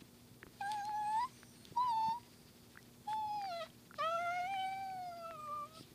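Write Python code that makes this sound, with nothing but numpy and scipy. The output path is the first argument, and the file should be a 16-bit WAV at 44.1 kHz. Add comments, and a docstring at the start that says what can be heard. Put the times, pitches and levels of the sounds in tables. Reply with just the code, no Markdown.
"""Two small dogs wrestling on a sofa

Close to a phone's microphone, one dog whines four times, high and clear: partials of one gliding pitch.
Teeth and wet lips click (damped notes with bright cracks) and paws thump the cushions (low damped notes).
Breath, snorts and nasal wheezes are shaped noise. A faint soft echo follows the voice and knocks;
behind it all lie room rumble, hiss and mains hum."""
import sys
import numpy as np
from scipy import signal
from scipy.fft import rfft, irfft
from scipy.io import wavfile

SR = 44100
rng = np.random.default_rng(int(sys.argv[2]) if len(sys.argv) > 2 else 0)


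def wav_record(signal):
    """Record a signal, one row per channel, as 16-bit PCM in the file named by sys.argv[1]."""
    frames = np.transpose(np.atleast_2d(signal))
    bounded = np.clip(frames, -1, 1)
    # unit amplitude maps onto the largest positive 16-bit level
    quanta = np.round(bounded * 32767).astype(np.int16)
    wavfile.write(sys.argv[1], SR, quanta)


N = 261954  # length [samples]

# The four whines, each a list of rows: (time [s], pitch [Hz], first partial [dB rms], second partial [dB rms],
# tongue resonance [Hz], its level [dB], mouth resonance [Hz], its level [dB]); levels before the wavering
WHINES = [
    [(0.61, 830, -38, -60, 2450, -53, 4470, -74), (0.626, 791, -43, -48.5, 2500, -73, 4180, -71),
     (0.668, 795, -41.5, -45.5, 2800, -66, 4150, -63), (0.7, 843, -39.5, -56, 3300, -74, 4250, -65),
     (0.735, 860, -39.5, -66, 3400, -72, 4275, -69), (0.78, 824, -41, -55.5, 2480, -69, 4400, -78),
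     (0.822, 796, -43, -51.5, 2450, -72, 4360, -68), (0.855, 832, -44.5, -78, 3020, -82, 4300, -63),
     (0.885, 860, -40, -70, 3300, -74, 4300, -63), (0.925, 833, -41, -60.5, 2500, -72, 4250, -71),
     (1.0, 853, -37.5, -60.5, 3260, -65, 4250, -82), (1.055, 827, -39.5, -61.5, 2560, -64.5, 4150, -71),
     (1.192, 905, -34, -56.5, 3420, -60, 4500, -76), (1.21, 986, -35.5, -52.5, 3890, -65, 4870, -60),
     (1.24, 986, -37, -56, 3950, -68, 4930, -56), (1.255, 1047, -41.5, -73, 3950, -78, 5180, -75),
     (1.275, 1038, -64, -80, 3960, -87, 5200, -89), (1.33, 1104, -84, -87, 3980, -85, 5300, -90)],
    [(1.774, 949, -30.5, -71, 3740, -70, 4780, -63), (1.83, 1009, -35, -71, 3840, -53.5, 4950, -89),
     (1.856, 1005, -38, -74, 3180, -59, 5050, -80), (1.895, 950, -34, -70, 3460, -55, 4744, -57.5),
     (1.937, 884, -36, -67, 3300, -57, 4450, -64), (2.05, 885, -35, -73, 3150, -56.5, 4700, -62),
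     (2.124, 908.6, -37, -65, 3400, -55, 4770, -57), (2.145, 954, -42.5, -73, 3600, -71, 4680, -74),
     (2.184, 968, -48, -91, 3610, -87, 4700, -83), (2.2, 964, -77, -87, 3600, -88, 4700, -78.5),
     (2.28, 980, -70, -87, 3600, -81, 4700, -79)],
    [(3.08, 829, -40, -67, 3340, -66, 4540, -68), (3.13, 874, -38, -72, 3360, -59.5, 4800, -75),
     (3.27, 854, -40, -84, 3060, -62, 4660, -73), (3.29, 838, -41.5, -82, 2950, -61, 4900, -66),
     (3.356, 838, -40, -90, 2880, -59.5, 4730, -61), (3.42, 800, -42.5, -80, 2570, -62.5, 4780, -61.5),
     (3.475, 767, -42, -72, 2370, -62, 4660, -56), (3.52, 685, -44, -52, 2560, -59.5, 3900, -57),
     (3.596, 676, -44, -61, 2080, -57, 3846, -58), (3.62, 629, -45.5, -46.5, 2280, -52, 3570, -53),
     (3.638, 645, -45, -57, 1950, -57, 3350, -59), (3.652, 650, -62, -66, 1950, -75, 3700, -72),
     (3.67, 667, -69, -72, 1950, -85, 3820, -71)],
    [(3.988, 620, -41.5, -42, 2000, -54, 4690, -53), (3.997, 573, -49.5, -40, 2000, -50, 4660, -68),
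     (4.012, 584.5, -47, -36.5, 2030, -47, 3080, -54), (4.044, 637, -41, -36, 2170, -45, 3150, -51),
     (4.085, 653, -41, -38, 2360, -51, 3380, -54.5), (4.155, 686, -40.5, -39.5, 2750, -63.5, 3730, -65),
     (4.178, 662, -40.5, -40, 2660, -54.5, 3440, -69), (4.195, 686, -40, -42, 2030, -54.5, 3440, -67),
     (4.24, 704.5, -40, -49, 2060, -52, 3470, -71), (4.28, 687, -40, -41.5, 2030, -53.5, 3400, -66),
     (4.376, 724.5, -40.5, -51.5, 2250, -49, 4940, -73), (4.4, 702.4, -39, -57, 2150, -53.5, 4600, -65),
     (4.46, 735, -41.5, -57, 2300, -50.5, 4000, -72), (4.485, 780, -42, -68, 2555, -51, 3900, -82),
     (4.546, 790, -39.5, -64, 2460, -49.5, 4390, -75), (4.578, 755.5, -39, -58.5, 2273, -57, 3940, -76),
     (4.66, 763.5, -39.5, -61, 2300, -55, 4185, -65.5), (4.75, 768, -43.5, -63.5, 2320, -56.5, 4350, -66.5),
     (4.82, 780, -44, -63, 2345, -61.5, 4380, -67), (4.85, 771, -44, -66, 2393, -66, 4450, -65),
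     (4.98, 743, -45, -66, 2274, -70.5, 4400, -71), (5.1, 701.6, -46.5, -73, 2100, -69.5, 4880, -64),
     (5.125, 686, -49.5, -57.5, 2124, -73, 4840, -68), (5.18, 684, -50, -67, 2180, -70, 4930, -66.5),
     (5.262, 660, -51.5, -46.5, 2665, -67, 4370, -69.5), (5.303, 677, -49.5, -51.5, 2727, -66, 3950, -80),
     (5.375, 608.6, -61.5, -51, 2430, -73, 3520, -79), (5.445, 607.7, -67, -49, 2420, -72.5, 4000, -80),
     (5.5, 583.6, -53.5, -45, 2350, -74, 4265, -80), (5.548, 601.6, -62, -41.5, 2388, -74, 4170, -75),
     (5.645, 584.5, -59, -45.5, 2350, -71, 3564, -83), (5.675, 627, -64, -63, 2500, -82, 3296, -75),
     (5.795, 650, -70.5, -68, 2540, -82, 4300, -78)],
]
# Faint lead-in of each whine, which snaps up to its first row: (length [s])
LEAD_INS = [.01, .024, .02, .012]
# Spells in which a small cavity under the tongue, behind the teeth or in the nose rings the high partials:
# (time [s], length [s], level at mid-spell [dB], resonance [Hz])
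CAVITY_RINGS = [(0.614, 0.11, -67, 8600), (0.764, 0.12, -66.5, 6400), (0.915, 0.11, -72.5, 5900),
                (0.967, 0.33, -63.5, 8360), (1.76, 0.032, -64, 5800), (1.87, 0.07, -68.5, 8400),
                (1.866, 0.045, -72, 5800), (2.0, 0.16, -70, 5800), (3.48, .06, -70, 5600),
                (4.008, 0.57, -68.5, 6040), (4.458, 0.29, -72.5, 8600), (4.545, .12, -50.5, 3000),
                (5.36, 0.26, -81, 8300)]
# Teeth and lips: (time [s], peak of the ring's envelope [dB], ring [Hz], t60 [s], crack before its filter [dB])
CLICKS = [(0.4304, -35, 1760, 0.0057, -59), (0.467, -42.5, 1110, 0.0031, -58),
          (.6135, -44, 4400, .0025, -35.5), (0.7175, -33, 3560, 0.0042, -28),
          (0.7188, -41, 4500, 0.0091, -50), (0.853, -40.5, 5540, .0031, -34),
          (0.8936, -39.5, 1520, .0027, -60), (1.4318, -41, 1520, 0.0048, -55),
          (1.6530, -39.5, 3560, 0.0042, -37.5), (2.0944, -41.5, 1940, 0.0015, -60),
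          (2.2329, -49, 2803, .003, -54), (2.7560, -48.5, 1360, 0.013, -56), (2.7741, -39, 1630, .009, -63),
          (2.786, -56, 1950, 0.054, -70), (2.8285, -55, 6000, .0053, -42), (3.131, -35, 1570, 0.0037, -54),
          (3.416, -42.5, 1810, 0.0052, -60), (3.4227, -43, 4520, .0046, -41),
          (3.4421, -41.5, 1590, .0052, -60), (3.4550, -41, 1700, 0.0037, -59),
          (3.622, -64, 7050, .005, -45), (3.702, -55, 3200, 0.014, -70), (3.9099, -45, 1390, .02, -50),
          (3.9422, -39, 1590, 0.0048, -62), (4.54, -40, 1760, 0.0047, -60),
          (4.901, -51.5, 2400, 0.014, -70), (5.31, -34.5, 1690, 0.0019, -60),
          (5.4750, -53.5, 1920, 0.0083, -70), (5.656, -51, 8000, 0.0025, -56)]
# Paws and bodies on the cushions: (time [s], peak of the envelope [dB], pitch [Hz], t60 [s])
THUMPS = [(0.02, -44, 237, 0.018), (0.435, -47.5, 340, 0.022), (0.467, -42, 300, 0.0044),
          (1.712, -44, 153, 0.033), (1.722, -46.5, 382, 0.016), (2.083, -39.5, 190, 0.03),
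          (5.8090, -41, 264, 0.013)]
# Breath of both dogs: (time [s], effort [dB])
BREATH = [(0.0, -69.5), (0.38, -74.5), (0.63, -66.5), (0.74, -58.5), (0.82, -69), (1.02, -68), (1.2, -63),
          (1.5, -70.5), (1.82, -67), (2.22, -70), (3.3, -71.5), (3.6, -68), (3.72, -70), (3.97, -73),
          (4.1, -64.5), (4.57, -67.5), (5.08, -72), (5.94, -70.5)]
# Resonances of the breath in mouth, teeth and nose: (centre [Hz], width [Hz], relative level [dB])
MOUTH_AIR = [(2170, 2300, 4.5), (3510, 590, -1.5), (4660, 1500, 4.5)]
TEETH_AIR = [(6360, 2800, 0)]
NOSE_AIR = [(8520, 1400, -0.5), (9900, 1900, -5.5)]
# How teeth and nose follow the mouth's effort: (level at rest [dB], share of the swell [0-1])
TEETH_FOLLOW = (-77.5, 1)
NOSE_FOLLOW = (-79, 1)
# Snorts and gasps: (time [s], length [s], level before the swell [dB], centre [Hz], width [Hz])
PUFFS = [(0.0, 0.026, -60.5, 3050, 4000), (0.583, 0.064, -62.5, 3800, 2500), (1.22, 0.042, -61, 2993, 3000),
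         (1.793, 0.12, -64.5, 1720, 1800), (3.053, 0.13, -67, 8800, 3000), (3.065, 0.1, -62, 3500, 3500),
         (3.604, 0.061, -58.5, 4070, 2000), (3.634, 0.055, -60, 1380, 1800), (3.94, 0.05, -65, 3970, 3000),
         (3.977, 0.031, -57, 4160, 2490), (4.325, 0.12, -65, 2560, 1180), (5.691, 0.21, -63, 3640, 2270),
         (5.714, 0.14, -62.5, 5000, 916), (5.723, 0.13, -69.5, 8840, 2523)]
# Thin wheezes of the nose, and a short narrow hiss near 5.2 kHz as the fourth whine sets in: (time [s], length
# [s], level before the swell [dB], start [Hz], end [Hz], width [Hz])
WHEEZES = [(.620, 0.21, -73, 8700, 8870, 400), (1.264, 0.46, -72, 8970, 8800, 498),
           (1.271, 0.13, -77, 2150, 2470, 150), (1.295, 0.3, -71, 6130, 5650, 596),
           (1.565, 0.11, -71, 4280, 4330, 216), (2.19, 0.56, -75.5, 4780, 4630, 540),
           (3.983, 0.044, -60, 5220, 5300, 300), (4.345, 0.11, -76, 4520, 4250, 601),
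           (5.366, 0.12, -74, 7950, 7900, 540)]
# Spectrum of the room and microphone noise: (frequency [Hz], relative density [dB per Hz])
ROOM_TONE = [(12, -37), (20, -18.5), (129, -1.5), (207, -5), (238, -7.5), (265, -8.5), (360, -7),
             (562, -15.5), (764, -18.5), (830, -18.5), (1410, -24), (1860, -32), (2740, -53), (3330, -29),
             (15400, -26.5)]
# Mains buzz: (frequency [Hz], level before the waver [dB rms])
HUM = [(120, -71.5), (240, -68), (360, -80.5)]

MOUTH_WIDTH_HZ, MOUTH_SKIRT_DB = 360, 2
TONGUE_WIDTH_HZ, TONGUE_SKIRT_DB = 650, -10.5
RING_WIDTH_HZ = 590
ATTACK_DB, ATTACK_SNAP, RELEASE_S = -34, 0.8, .012  # snap: exponent of the lead-in's curve
FLUTTER_DB = 1.8  # rms, at the sixth partial
FAINT_DB, FAINT_SHIMMER_PER_DB = -51.5, 0.3979  # a faint voice breaks up
BREATH_REST_DB = -69.5
ECHO_DB, ECHO_T60_S = -30, .25
ROOM_DB = -62.5
EDGE_HZ = 15430  # upper band limit of the phone


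def whine(rows, lead_s, jitter=0.00321, shimmer_db=0.67, rasp_db=2.0, tilt_db=2.5, waver_db=1.5):
    """Clean partials on one pitch; the high ones are loud only near tongue, mouth, teeth and nose resonances."""
    start, end = rows[0][0], rows[-1][0]
    t = np.arange(start - lead_s, end + RELEASE_S, 1 / SR)
    hz, first, second, tongue_hz, tongue_db, mouth_hz, mouth_db = follow(rows, t)
    unsteady_pitch = 1 + jitter * wander(len(t), 60) + 0.00413 * wander(len(t), 28.0)
    phase = 2 * np.pi * np.cumsum(hz * unsteady_pitch) / SR

    order = np.arange(3, 15)[:, None]
    partial_hz = order * hz
    mouth = hump(partial_hz, mouth_hz, MOUTH_WIDTH_HZ)
    mouth = mouth + amp(MOUTH_SKIRT_DB) * hump(partial_hz, 2160, 2300) ** 2
    mouth = mouth * amp(tilt_db * order) * (order > 4)  # favours the upper partials, from the fifth on
    high = amp(mouth_db) * mouth / np.sqrt((mouth ** 2).sum(0))
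    high = high + amp(tongue_db) * hump(partial_hz, tongue_hz, TONGUE_WIDTH_HZ) ** 2
    high = high + amp(tongue_db + TONGUE_SKIRT_DB) * hump(partial_hz, tongue_hz, 2600) ** 2
    for s, length, db, ring_hz in CAVITY_RINGS:
        spell = np.sin(np.pi * np.clip((t - s) / length, 0, 1))
        high = high + amp(db) * spell * hump(partial_hz, ring_hz, RING_WIDTH_HZ)

    # weak partials come and go slowly, and rasp, the higher the more, as the folds close unevenly
    roughness_db = [k / 6 * (FLUTTER_DB * wander(len(t), 19.0) + rasp_db * wander(len(t), 360)) for k in order]
    high = high * amp(roughness_db)
    low = amp([first, second + waver_db * wander(len(t), 23)])
    unsteady = 1 + FAINT_SHIMMER_PER_DB * np.maximum(FAINT_DB - np.maximum(first, second), 0)
    level = np.vstack([low, high]) * amp(shimmer_db * unsteady * wander(len(t), 30.0))

    every = np.arange(1, 15)[:, None]
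    start_phase = rng.uniform(0, 2 * np.pi, every.shape)
    voice = np.sqrt(2) * (level * np.sin(every * phase + start_phase)).sum(0)
    lead_in = amp(ATTACK_DB * np.clip((start - t) / lead_s, 0, 1) ** ATTACK_SNAP)
    release = np.clip(1 - (t - end) / RELEASE_S, 0, 1)
    return t[0], voice * lead_in * release


def clicks(crack_t60=0.0066):
    """Teeth and wet lips ring the mouth as a damped note and add a bright crack of decaying noise."""
    out, t = np.zeros(N), np.arange(400) / SR
    cracks = rng.standard_normal((len(CLICKS), len(t))) / 2 * amp(-60 * t / crack_t60)
    cracks = signal.sosfilt(signal.butter(1, (2500, 8000), "band", fs=SR, output="sos"), cracks)
    for (s, peak_db, hz, t60, crack_db), crack in zip(CLICKS, cracks):
        add(out, s, knock(peak_db, hz, t60, rise=0.019))
        add(out, s, amp(crack_db) * crack)
    return out


def thumps():
    """Paws and bodies push the cushions, each blow one low damped note."""
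    out = np.zeros(N)
    for s, *blow in THUMPS:
        add(out, s, knock(*blow, rise=0.046))
    return out


def knock(peak_db, hz, t60, rise):
    """One damped note after a soft start; rise is a share of its decay time."""
    t = np.arange(round(t60 * SR)) / SR
    shape = amp(-60 * t / t60) * (1 - np.exp(-t / (rise * t60))) ** 2
    return -amp(peak_db) * shape / shape.max() * np.sin(2 * np.pi * hz * t)


def breath(gust_db=2.0):
    """Turbulent air in three cavities; teeth and nose follow the mouth's effort at their own levels."""
    mouth_db, = follow(BREATH, np.arange(N) / SR)
    efforts = [mouth_db]
    for rest_db, share in (TEETH_FOLLOW, NOSE_FOLLOW):
        efforts.append(rest_db + share * (mouth_db - BREATH_REST_DB))
    out = np.zeros(N)
    for effort_db, cavity in zip(efforts, (MOUTH_AIR, TEETH_AIR, NOSE_AIR)):
        air = coloured(lambda f: sum(amp(db) * hump(f, hz, width) for hz, width, db in cavity))
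        out = out + amp(effort_db + gust_db * wander(N, 17)) * air
    return out


def puffs(grain_db=1.0):
    """Snorts and gasps: short rushes of resonant air noise that swell and fade."""
    out = np.zeros(N)
    for s, length, db, hz, width in PUFFS:
        swell = signal.windows.tukey(round(length * SR), .8)
        swell = swell * amp(grain_db * wander(len(swell), 96))  # the air splutters
        air = coloured(lambda f: hump(f, hz, width))[:len(swell)]
        add(out, s, amp(db) * swell * air)
    return out


def wheezes():
    """Narrow bands of air noise, mostly from the nose, whose centre glides."""
    out = np.zeros(N)
    for s, length, db, start_hz, end_hz, width in WHEEZES:
        swell = signal.windows.tukey(round(length * SR), .5)
        phase = 2 * np.pi * np.cumsum(np.linspace(start_hz, end_hz, len(swell))) / SR
        # two independent noises on a cosine and a sine make a band around the gliding centre
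        fuzz = wander(len(swell), width / 2) * np.cos(phase) + wander(len(swell), width / 2) * np.sin(phase)
        add(out, s, amp(db) * swell * fuzz)
    return out


def echo(x):
    """A short, soft tail from the cushions and walls, dull in the treble."""
    t = np.arange(SR // 2) / SR
    tail = rng.standard_normal(len(t)) * amp(-60 * t / ECHO_T60_S) * (t > .004)
    tail = signal.lfilter([1], [1, -.6], tail)
    return signal.fftconvolve(x, tail / np.linalg.norm(tail))[:N]


def room_tone(swell_db=2.0, waver_db=0.24):
    """Rumble and microphone hiss as shaped noise, with a wavering mains buzz of sines."""
    f, db = np.transpose(ROOM_TONE)
    bed = coloured(lambda hz: amp(np.interp(np.log(hz + 1), np.log(f + 1), db)))
    rumble = signal.sosfilt(signal.butter(2, 500, fs=SR, output="sos"), bed)
    bed = bed + rumble * (amp(swell_db * wander(N, 36)) - 1)  # the low end is lumpy
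    t = np.arange(N) / SR
    buzz = sum(amp(db + waver_db * wander(N, 4.7)) * np.sin(2 * np.pi * hz * t) for hz, db in HUM)
    return amp(ROOM_DB) * bed + np.sqrt(2) * buzz


def amp(db):
    """Amplitude of a level in dB."""
    return 10 ** (np.asarray(db) / 20)


def evened(x):
    """The signal scaled to rms 1."""
    return x / np.sqrt(np.mean(x ** 2) + 1e-20)


def add(mix, s, sound):
    """Lay a sound into the mix at a time in seconds, cut at the mix's end."""
    part = mix[round(s * SR):][:len(sound)]
    part += sound[:len(part)]


def wander(count, hz):
    """Random drift of rms 1, up to about hz."""
    return evened(signal.sosfilt(signal.butter(2, hz, fs=SR, output="sos"), rng.standard_normal(count)))


def hump(f, hz, width_hz):
    """Gain of a resonance: 1 at its centre, a half at half its width away."""
    return 1 / (1 + (2 * (f - hz) / width_hz) ** 2)


def coloured(gain):
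    """Noise of rms 1 with the spectrum gain(Hz)."""
    return evened(irfft(rfft(rng.standard_normal(N)) * gain(np.fft.rfftfreq(N, 1 / SR)), N))


def follow(rows, t):
    """The columns of a table, joined by straight lines in time."""
    s, *columns = np.transpose(rows)
    return [np.interp(t, s, c) for c in columns]


def scene():
    """The dogs close by, their faint echo, their breath and the room behind."""
    dogs = clicks() + thumps()
    for rows, lead_s in zip(WHINES, LEAD_INS):
        add(dogs, *whine(rows, lead_s))
    air = breath() + puffs() + wheezes()
    return (dogs + amp(ECHO_DB) * echo(dogs) + air + room_tone())[None]


def record(dry):
    """The microphone drops the deepest bass; then comes the band limit of the phone."""
    thin = signal.sosfilt(signal.butter(2, 32, "high", fs=SR, output="sos"), dry)
    band_limit = signal.firwin(1023, EDGE_HZ, window=("kaiser", 10), fs=SR)
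    return signal.oaconvolve(thin, band_limit[None], "same")


dry = scene()
out = record(dry)
wav_record(out)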